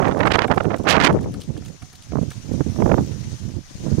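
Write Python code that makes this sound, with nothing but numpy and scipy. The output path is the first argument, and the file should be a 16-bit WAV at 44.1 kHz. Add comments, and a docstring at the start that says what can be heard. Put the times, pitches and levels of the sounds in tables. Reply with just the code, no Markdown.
"""Garden wind on a microphone

Gusty wind strikes the two ports of a small microphone, the right one hardest. Eddies drift
past each port: faster air squeezes their pressure pattern into higher, sharper crackle.
Leaves hiss behind; a wooden wind spinner knocks and its linkage ticks.
A faint, narrow band of hiss near 12.7 kHz swells and fades."""
import sys
import numpy as np
from scipy import signal
from scipy.fft import rfft, irfft
from scipy.io import wavfile
from scipy.ndimage import uniform_filter1d, minimum_filter1d, map_coordinates

SR = 44100
rng = np.random.default_rng(int(sys.argv[2]) if len(sys.argv) > 2 else 0)


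def put_to_file(sound):
    """Save the sound as 16-bit audio at rate SR, in the file named by the first command-line argument."""
    columns = np.atleast_2d(sound).T  # one column per channel
    safe = np.clip(columns, -1, 1)
    whole_steps = np.round(safe * 32767)
    wavfile.write(sys.argv[1], SR, whole_steps.astype(np.int16))


N = 176400

# Leaf spectrum at each port. Each row: frequency in Hz, relative spectral level in dB.
LEAF_SPECTRUM_LEFT = [(100, 5.5), (300, -9), (700, -4.5), (2500, -5.5), (4500, -4.5), (6000, 1),
                      (6700, -0.5), (7600, -14.5), (9500, -16.5), (12000, -31.5), (15500, -35)]
LEAF_SPECTRUM_RIGHT = [(100, 14.5), (300, -23.5), (700, -6), (1600, -10), (4500, -11.5), (6200, -13.5),
                       (7500, -9.5), (9000, -12), (11500, -18.5), (15500, -24.5)]
# Swell of the leaves. Each row: time in seconds, relative level in dB.
LEAF_SWELL = [(0, -55), (.3, -59.5), (.9, -57), (1.3, -58), (2.0, -58), (2.35, -54.5), (2.699, -52),
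              (3.0, -52.5), (3.35, -52.5), (3.62, -57), (3.85, -51.5), (4, -51)]
# Scrapes of the linkage. Each row: time of the peak in seconds, relative level in dB.
LINKAGE_TICKS = [(0.069, -54), (0.083, -49.5), (0.175, -54), (0.192, -49), (0.262, -42.5), (0.374, -51.5),
                 (0.477, -51), (0.544, -50.5), (0.561, -51), (0.636, -53), (0.765, -51), (0.785, -51),
                 (0.836, -53), (1.128, -50.5), (1.211, -54.5), (1.231, -54), (1.32, -58), (1.341, -50.5),
                 (1.404, -52), (1.412, -52), (1.418, -46.5), (1.436, -51), (1.576, -51.5), (1.65, -56),
                 (1.66, -49.5), (1.683, -51.5), (1.824, -53), (1.856, -57.5), (1.931, -54.5), (1.955, -52),
                 (2.023, -53), (2.036, -55), (2.228, -56), (2.306, -48), (2.319, -49), (2.333, -55),
                 (2.533, -55), (2.71, -54.5), (3.063, -54)]
# Tick spectrum at each port. Each row: frequency in Hz, relative spectral level in dB.
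TICK_SPECTRUM_LEFT = [(1500, -4), (3300, 12.5), (6000, 0), (8000, -9), (10000, -4), (12000, -27),
                      (15500, -41)]
TICK_SPECTRUM_RIGHT = [(1500, 6), (3300, 3), (6000, 7.5), (7600, 8.5), (9100, 7.5), (9700, 13), (10300, 2),
                       (11500, 2), (15500, -3.5)]
# Bursts of contacts. Each row: midpoint in seconds, relative peak level in dB, length in seconds.
SPINNER_KNOCKS = [(0.188, -39, 0.0083), (0.482, -28.5, 0.00375), (0.559, -42, 0.00329),
                  (0.774, -43, 0.0055), (0.85, -40, 0.0043), (1.244, -40, 0.0077), (1.346, -41, 0.008),
                  (1.567, -45, 0.0071), (1.623, -50, 0.005), (1.652, -47, 0.0051), (1.825, -42, 0.016),
                  (1.937, -49.5, 0.0054), (2.121, -34, 0.0039), (2.316, -38.5, 0.011), (2.763, -43, 0.0052)]
# Modes of the spinner. Each row: frequency in Hz, relative level in dB, 60 dB decay time in seconds.
WOOD_MODES = [(740, -8.5, .1), (1400, -1, .012), (1780, 0, .011), (2250, -1, .009), (2700, -6, .007),
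              (3300, -8, .007), (4300, -12, .005)]
# Eddy pressure spectrum. Each row: spatial frequency in cycles per eddy length, relative level in dB.
EDDY_SPECTRUM = [(.02, 1.5), (.06, 0), (.25, -2.5), (.65, -3.5), (1.05, -9), (2.01, -20), (3.5, -28.5),
                 (8, -20)]
# Wind at each port. Each row: time in seconds, base air speed in m/s, base level in dB.
WIND_LEFT = [(0.0, 0.34, -37), (0.103, 0.91, -24.5), (0.206, 0.49, -39), (0.273, 1.12, -27.5),
             (0.518, 0.4, -53), (0.578, 1.254, -28), (0.662, 0.47, -53), (0.729, 0.77, -26),
             (0.789, 0.37, -47), (0.849, 0.38, -29), (0.9, 0.43, -64), (0.996, 0.48, -20),
             (1.051, 1.01, -23), (1.094, 0.39, -28), (1.11, 0.43, -13), (1.155, 0.91, -9),
             (1.189, 1.85, -27), (1.235, 0.63, -28), (1.27, 1.23, -23.5), (1.303, 0.41, -26),
             (1.395, 0.64, -23.5), (1.518, 0.37, -44), (1.605, 0.41, -34), (1.741, 0.42, -60),
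             (2.448, 0.44, -51), (2.531, 0.41, -39), (2.694, 0.43, -48), (2.783, 0.37, -47),
             (2.808, 0.58, -24), (2.959, 0.4, -29), (3.023, 0.4, -22.5), (3.183, 0.44, -55),
             (3.28, 0.31, -33), (3.339, 0.44, -45), (3.68, 0.4, -54), (3.714, 0.47, -31),
             (3.734, 0.35, -53), (3.756, 0.36, -20), (3.779, 0.44, -46), (3.828, 0.35, -22),
             (3.868, 0.44, -57), (3.991, 0.33, -34)]
WIND_RIGHT = [(0.0, 1.63, -10), (0.057, 2.84, -15.5), (0.073, 1.65, -12), (0.083, 3.42, -15.5),
              (0.094, 1.22, -11.5), (0.109, 2.78, -19.5), (0.142, 1.2, -16.5), (0.194, 1.65, -18),
              (0.208, 2.08, -9.5), (0.247, 1.404, -21), (0.258, 3.25, 1), (0.282, 3.38, -13.5),
              (0.295, 1.275, -20), (0.322, 7.43, -10.5), (0.332, 3.22, -23), (0.358, 5.06, -3.5),
              (0.376, 1.35, -21), (0.393, 4.3, -5), (0.406, 2.04, -11.5), (0.428, 4.52, -18),
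              (0.446, 4.05, -12), (0.459, 1.2, -13.5), (0.482, 1.126, -27), (0.495, 1.2, -16),
              (0.515, 2.9, -7), (0.536, 1.82, -21), (0.546, 2.46, -16), (0.554, 1.075, -27),
              (0.566, 1.06, -18), (0.582, 3.23, -8), (0.595, 1.43, -40), (0.608, 3.18, -8),
              (0.618, 1.24, -17), (0.634, 1.09, -24), (0.652, 1.77, -17.5), (0.669, 0.8, -7),
              (0.695, 1.21, -22.5), (0.715, 3.04, -14.5), (0.726, 1.65, -29), (0.737, 2.4, -8.5),
              (0.779, 0.82, -30), (0.803, 1, -15), (0.826, 0.67, -24.5), (0.862, 2, -16),
              (0.882, 6.44, -4.5), (0.901, 8.95, -10), (0.92, 9.16, 5), (0.943, 3.89, 0), (0.968, 5.16, -5),
              (0.975, 1.87, -2), (0.991, 2.4, -20), (1.016, 5.06, -11.5), (1.064, 8.2, -7.5),
              (1.082, 3.14, -11), (1.11, 1.68, -12), (1.141, 1.1, -15), (1.158, 0.53, -30),
              (1.177, 0.36, -16), (1.25, 0.84, -17.5), (1.416, 0.4, -40.5), (1.472, 0.46, -32.5),
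              (1.496, 0.54, -14), (1.541, 0.52, -28), (1.578, 0.67, -19.5), (1.617, 0.41, -29.5),
              (1.749, 0.56, -29.5), (1.782, 0.37, -58), (1.83, 0.33, -28), (1.898, 0.49, -49.5),
              (2.006, 0.4, -39), (2.03, 0.41, -54), (2.093, 0.44, -31), (2.145, 0.5, -15.5),
              (2.209, 0.46, -18), (2.233, 0.48, -15), (2.248, 0.52, -21.5), (2.302, 0.34, -23),
              (2.341, 0.44, -44), (2.366, 0.41, -22.5), (2.424, 0.28, -29), (2.469, 0.49, -26),
              (2.518, 0.41, -14.5), (2.583, 0.42, -14), (2.615, 0.54, -16.5), (2.638, 0.38, -30),
              (2.669, 0.41, -10), (2.741, 0.43, -21), (2.82, 0.69, -11.5), (2.844, 0.54, -9),
              (2.859, 0.73, -6), (2.887, 0.96, -14), (2.925, 0.93, -8.5), (2.955, 0.61, -12.5),
              (2.984, 1.35, -13), (3.014, 0.55, -15), (3.056, 0.53, -24), (3.103, 0.46, -18.5),
              (3.213, 0.35, -24.5), (3.36, 0.39, -23), (3.383, 0.39, -36.5), (3.425, 0.32, -18),
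              (3.499, 0.47, -21.5), (3.534, 0.44, -33), (3.548, 0.39, -26), (3.586, 0.44, -14.5),
              (3.638, 0.38, -47.5), (3.699, 0.37, -57), (3.872, 0.68, -13.5), (3.892, 0.58, -21.5),
              (3.944, 0.38, -5.5), (3.966, 0.46, -30), (3.985, 0.7, -12)]
# Sudden puffs at the right port. Each row: time of the peak in seconds, rise of air speed in octaves.
PUFFS_RIGHT = [(0.207, 0.75), (0.236, 1.56), (0.305, 0.97), (0.342, 1.05), (0.416, 0.73), (1.0, 0.99),
               (1.158, 1.6), (2.135, 1.04), (2.157, 1.4), (2.171, 1.503), (2.188, 1.616), (2.233, 1.103),
               (2.515, 0.68), (2.541, 0.96), (2.609, 1.694), (2.664, 0.81), (2.762, 1.26), (2.79, 0.76),
               (2.805, 1.2), (2.823, 1.5), (2.862, 1), (2.897, 1), (2.918, 1.447), (2.942, 1.17)]


def amp(db):
    return 10 ** (np.asarray(db) / 20)


def unit_rms(x):
    return x / np.sqrt(np.mean(x ** 2) + 1e-20)


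def level_at(spectrum, hz):
    """Levels in dB, interpolated on a logarithmic frequency axis."""
    f, db = np.transpose(spectrum)
    return np.interp(np.log(hz + 1e-6), np.log(f), db)


def add(mix, start_s, sound):
    """Superposition: sums a sound into the mix."""
    part = mix[..., max(round(start_s * SR), 0):][..., :sound.shape[-1]]
    part += sound[..., :part.shape[-1]]


def filtered(x, gains):
    """Linear filtering: one gain for each frequency bin."""
    return irfft(rfft(x) * gains, len(x))


def wander(size, hz):
    """Band-limited noise: a smooth drift up to about hz cycles per SR samples."""
    f = np.fft.rfftfreq(size, 1 / SR)
    return unit_rms(filtered(rng.standard_normal(size), f / (f + hz / 10) / (1 + (f / hz) ** 2)))


def leaves():
    """Incoherent sources sum to noise: leaves make a patchy hiss, almost unrelated at the two ports."""
    patch_db, flicker_db, correlation = 1.5, .83, .031
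    frames, hz = N // 128 + 5, np.fft.rfftfreq(512, 1 / SR)
    a, b, c, d, patches = rng.standard_normal((frames, len(hz), 5)).T
    patches = unit_rms(uniform_filter1d(uniform_filter1d(patches, size=8, axis=0), size=12, axis=1))
    flicker = unit_rms(uniform_filter1d(rng.standard_normal(frames), size=3))
    left = a + 1j * b
    right = correlation * left + np.sqrt(1 - correlation ** 2) * (c + 1j * d)
    colour_db = np.array([level_at(LEAF_SPECTRUM_LEFT, hz), level_at(LEAF_SPECTRUM_RIGHT, hz)])
    gains = amp(colour_db[..., None] + patch_db * patches + flicker_db * flicker)
    _, hiss = signal.istft(np.array([left, right]) * gains, nperseg=512, noverlap=384)
    swell_db = np.interp(np.arange(N) / SR, *np.transpose(LEAF_SWELL))
    return unit_rms(hiss[:, :N]) * amp(swell_db + 10)


def high_hiss_band():
    """Band-pass filtered noise: a faint, narrow band of hiss near 12.7 kHz swells and fades."""
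    start_s, length_s, centre_hz, width_hz = 2.624, .54, 12680, 350
    hz, t = np.fft.rfftfreq(N, 1 / SR), np.arange(N) / SR
    swell = np.sin(np.pi * np.clip((t - start_s) / length_s, 0, 1))
    band = filtered(rng.standard_normal(N), 1 / (1 + (2 * (hz - centre_hz) / width_hz) ** 2))
    return swell * unit_rms(band) * amp([[-78], [-61]])  # left, right


def linkage_ticks():
    """Friction noise: the linkage makes short bright scrapes, each tinted a little differently."""
    rise_s, tail_s, tail_db, spread_db = .0026, .038, -5.5, 3
    t, out = np.arange(2048) / SR, np.zeros((2, N))
    hz = np.fft.rfftfreq(len(t), 1 / SR)
    colours = [amp(level_at(spectrum, hz)) for spectrum in (TICK_SPECTRUM_LEFT, TICK_SPECTRUM_RIGHT)]
    pulse = (t / rise_s * np.exp(1 - t / rise_s)) ** 2
    tail = np.minimum(t / rise_s, 1) * np.exp(-t / tail_s) * np.cos(np.pi * t / t[-1] / 2)
    envelope = pulse + amp(tail_db) * tail
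    for peak_s, db in LINKAGE_TICKS:
        noise = rng.standard_normal(len(t))
        tint = amp(spread_db * unit_rms(uniform_filter1d(rng.standard_normal(len(hz)), size=80)))
        scrape = np.array([filtered(noise, tint * colour) for colour in colours])
        add(out, peak_s - rise_s, unit_rms(scrape) * envelope * amp(db + 5))
    return out


def spinner_knocks():
    """Impact excitation: a brief chatter of contacts rings the damped modes of the wooden body."""
    contacts_per_s, contact_samples, spread_db, far_side_hz = 2100, 13, 3, 2860
    t, near = np.arange(4096) / SR, np.zeros(N)
    for middle_s, db, length_s in SPINNER_KNOCKS:
        hits = rng.standard_normal(len(t)) * (rng.random(len(t)) < contacts_per_s / SR)
        hits[round(length_s * SR / 2)] += 1  # one sure contact in the middle
        hits *= np.sin(np.pi * np.clip(t / length_s, 0, 1))
        force = np.convolve(hits, np.hanning(contact_samples))[:len(t)]
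        tints_db = spread_db * rng.standard_normal(len(WOOD_MODES))
        body = sum(amp(mode_db + tint_db - 60 * t / t60) * np.sin(2 * np.pi * hz * t)
                   for (hz, mode_db, t60), tint_db in zip(WOOD_MODES, tints_db))
        ring = signal.fftconvolve(force, body)[:len(t)]
        add(near, middle_s - length_s / 2, ring / abs(ring).max() * amp(db + 9.5))
    # On the far side of the body the knocks are duller.
    dull = signal.sosfilt(signal.butter(2, far_side_hz, fs=SR, output="sos"), near)
    return np.array([near, amp(-.1) * np.roll(dull, -8)])


def eddy_row(size, samples_per_eddy):
    """Turbulent pressure along a line of air: large eddies are strong, the finest scales are smooth."""
    spread_db, skew, cutoff_cycles = .9, .19, 2.9
    cycles = np.fft.rfftfreq(size) * samples_per_eddy  # per eddy length
    row = unit_rms(filtered(rng.standard_normal(size), amp(level_at(EDDY_SPECTRUM, cycles))))
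    row *= amp(spread_db * wander(size, 600))  # eddies differ in strength
    row += skew * (row ** 2 - np.mean(row ** 2))  # pushes are taller than pulls
    return unit_rms(filtered(row, np.exp(-(cycles / cutoff_cycles) ** 2)))


def bass_cut(pressure):
    """High-pass filtering: a slight resonance just above the corner, then a further cut of rumble."""
    corner_hz, ripple_db, rumble_hz = 83, 1.5, 40
    cut = signal.sosfilt(signal.cheby1(2, ripple_db, corner_hz, "high", fs=SR, output="sos"), pressure)
    return signal.lfilter(*signal.butter(1, rumble_hz, "high", fs=SR), cut) * amp(ripple_db / 2)


def wind_buffet(wind, puffs=()):
    """Frozen turbulence: a fixed row of eddies is carried past a port, so frequency follows air speed."""
    eddy_m, size, samples_per_eddy = .002, 2 ** 19, 32
    jerk_hz, jerk_db, puff_s, puff_db_per_octave = 121.1, 2.14, .0035, 4
    row, t = eddy_row(size, samples_per_eddy), np.arange(N) / SR
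    times, base_speed, base_db = np.transpose(wind)
    base_octaves = np.interp(t, times, np.log2(base_speed))
    jerk = 2 * np.tanh(wander(N, jerk_hz) / 2)
    jerk += .2 * (jerk ** 2 - 1)  # short surges over a calmer base
    jerk_depth = np.maximum(.2 + .075 * np.minimum(base_octaves, 1), 0)  # fast air jerks more
    puff_octaves = sum(rise * np.exp(-abs(t - peak_s) / puff_s) for peak_s, rise in puffs)
    speed = 2 ** (base_octaves + puff_octaves + jerk_depth * jerk)
    position = np.cumsum(speed / eddy_m) * samples_per_eddy / SR % (size - 1)
    pressure = map_coordinates(row, [position], order=3, mode="wrap")
    level_db = np.interp(t, times, base_db) + jerk_db * jerk + puff_db_per_octave * puff_octaves
    return bass_cut(pressure) * amp(level_db)


def scene():
    """Superposition: wind, leaves, spinner and the high band of hiss add in each channel."""
    wind = np.array([wind_buffet(WIND_LEFT), wind_buffet(WIND_RIGHT, PUFFS_RIGHT)])
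    return wind + leaves() + linkage_ticks() + spinner_knocks() + high_hiss_band()


def record(dry):
    """Peak limiting: the gain drops at the strongest peaks and soon recovers; a low-pass follows."""
    ceiling, recovery_db_per_s, hold_samples, edge_hz = .97, 396, 61, 15730
    recovery_db = np.arange(N) * recovery_db_per_s / SR
    over_db = np.maximum(20 * np.log10(abs(dry) / ceiling + 1e-9), 0)
    cut_db = np.maximum.accumulate(over_db + recovery_db, axis=1) - recovery_db
    held_db = -minimum_filter1d(-cut_db, size=hold_samples, axis=1)
    smooth_db = uniform_filter1d(held_db, size=hold_samples, axis=1)
    low_pass = signal.firwin(511, edge_hz, window=("kaiser", 9), fs=SR)
    return signal.oaconvolve(dry / amp(smooth_db), low_pass[None], "same")


dry = scene()
out = record(dry)
put_to_file(out)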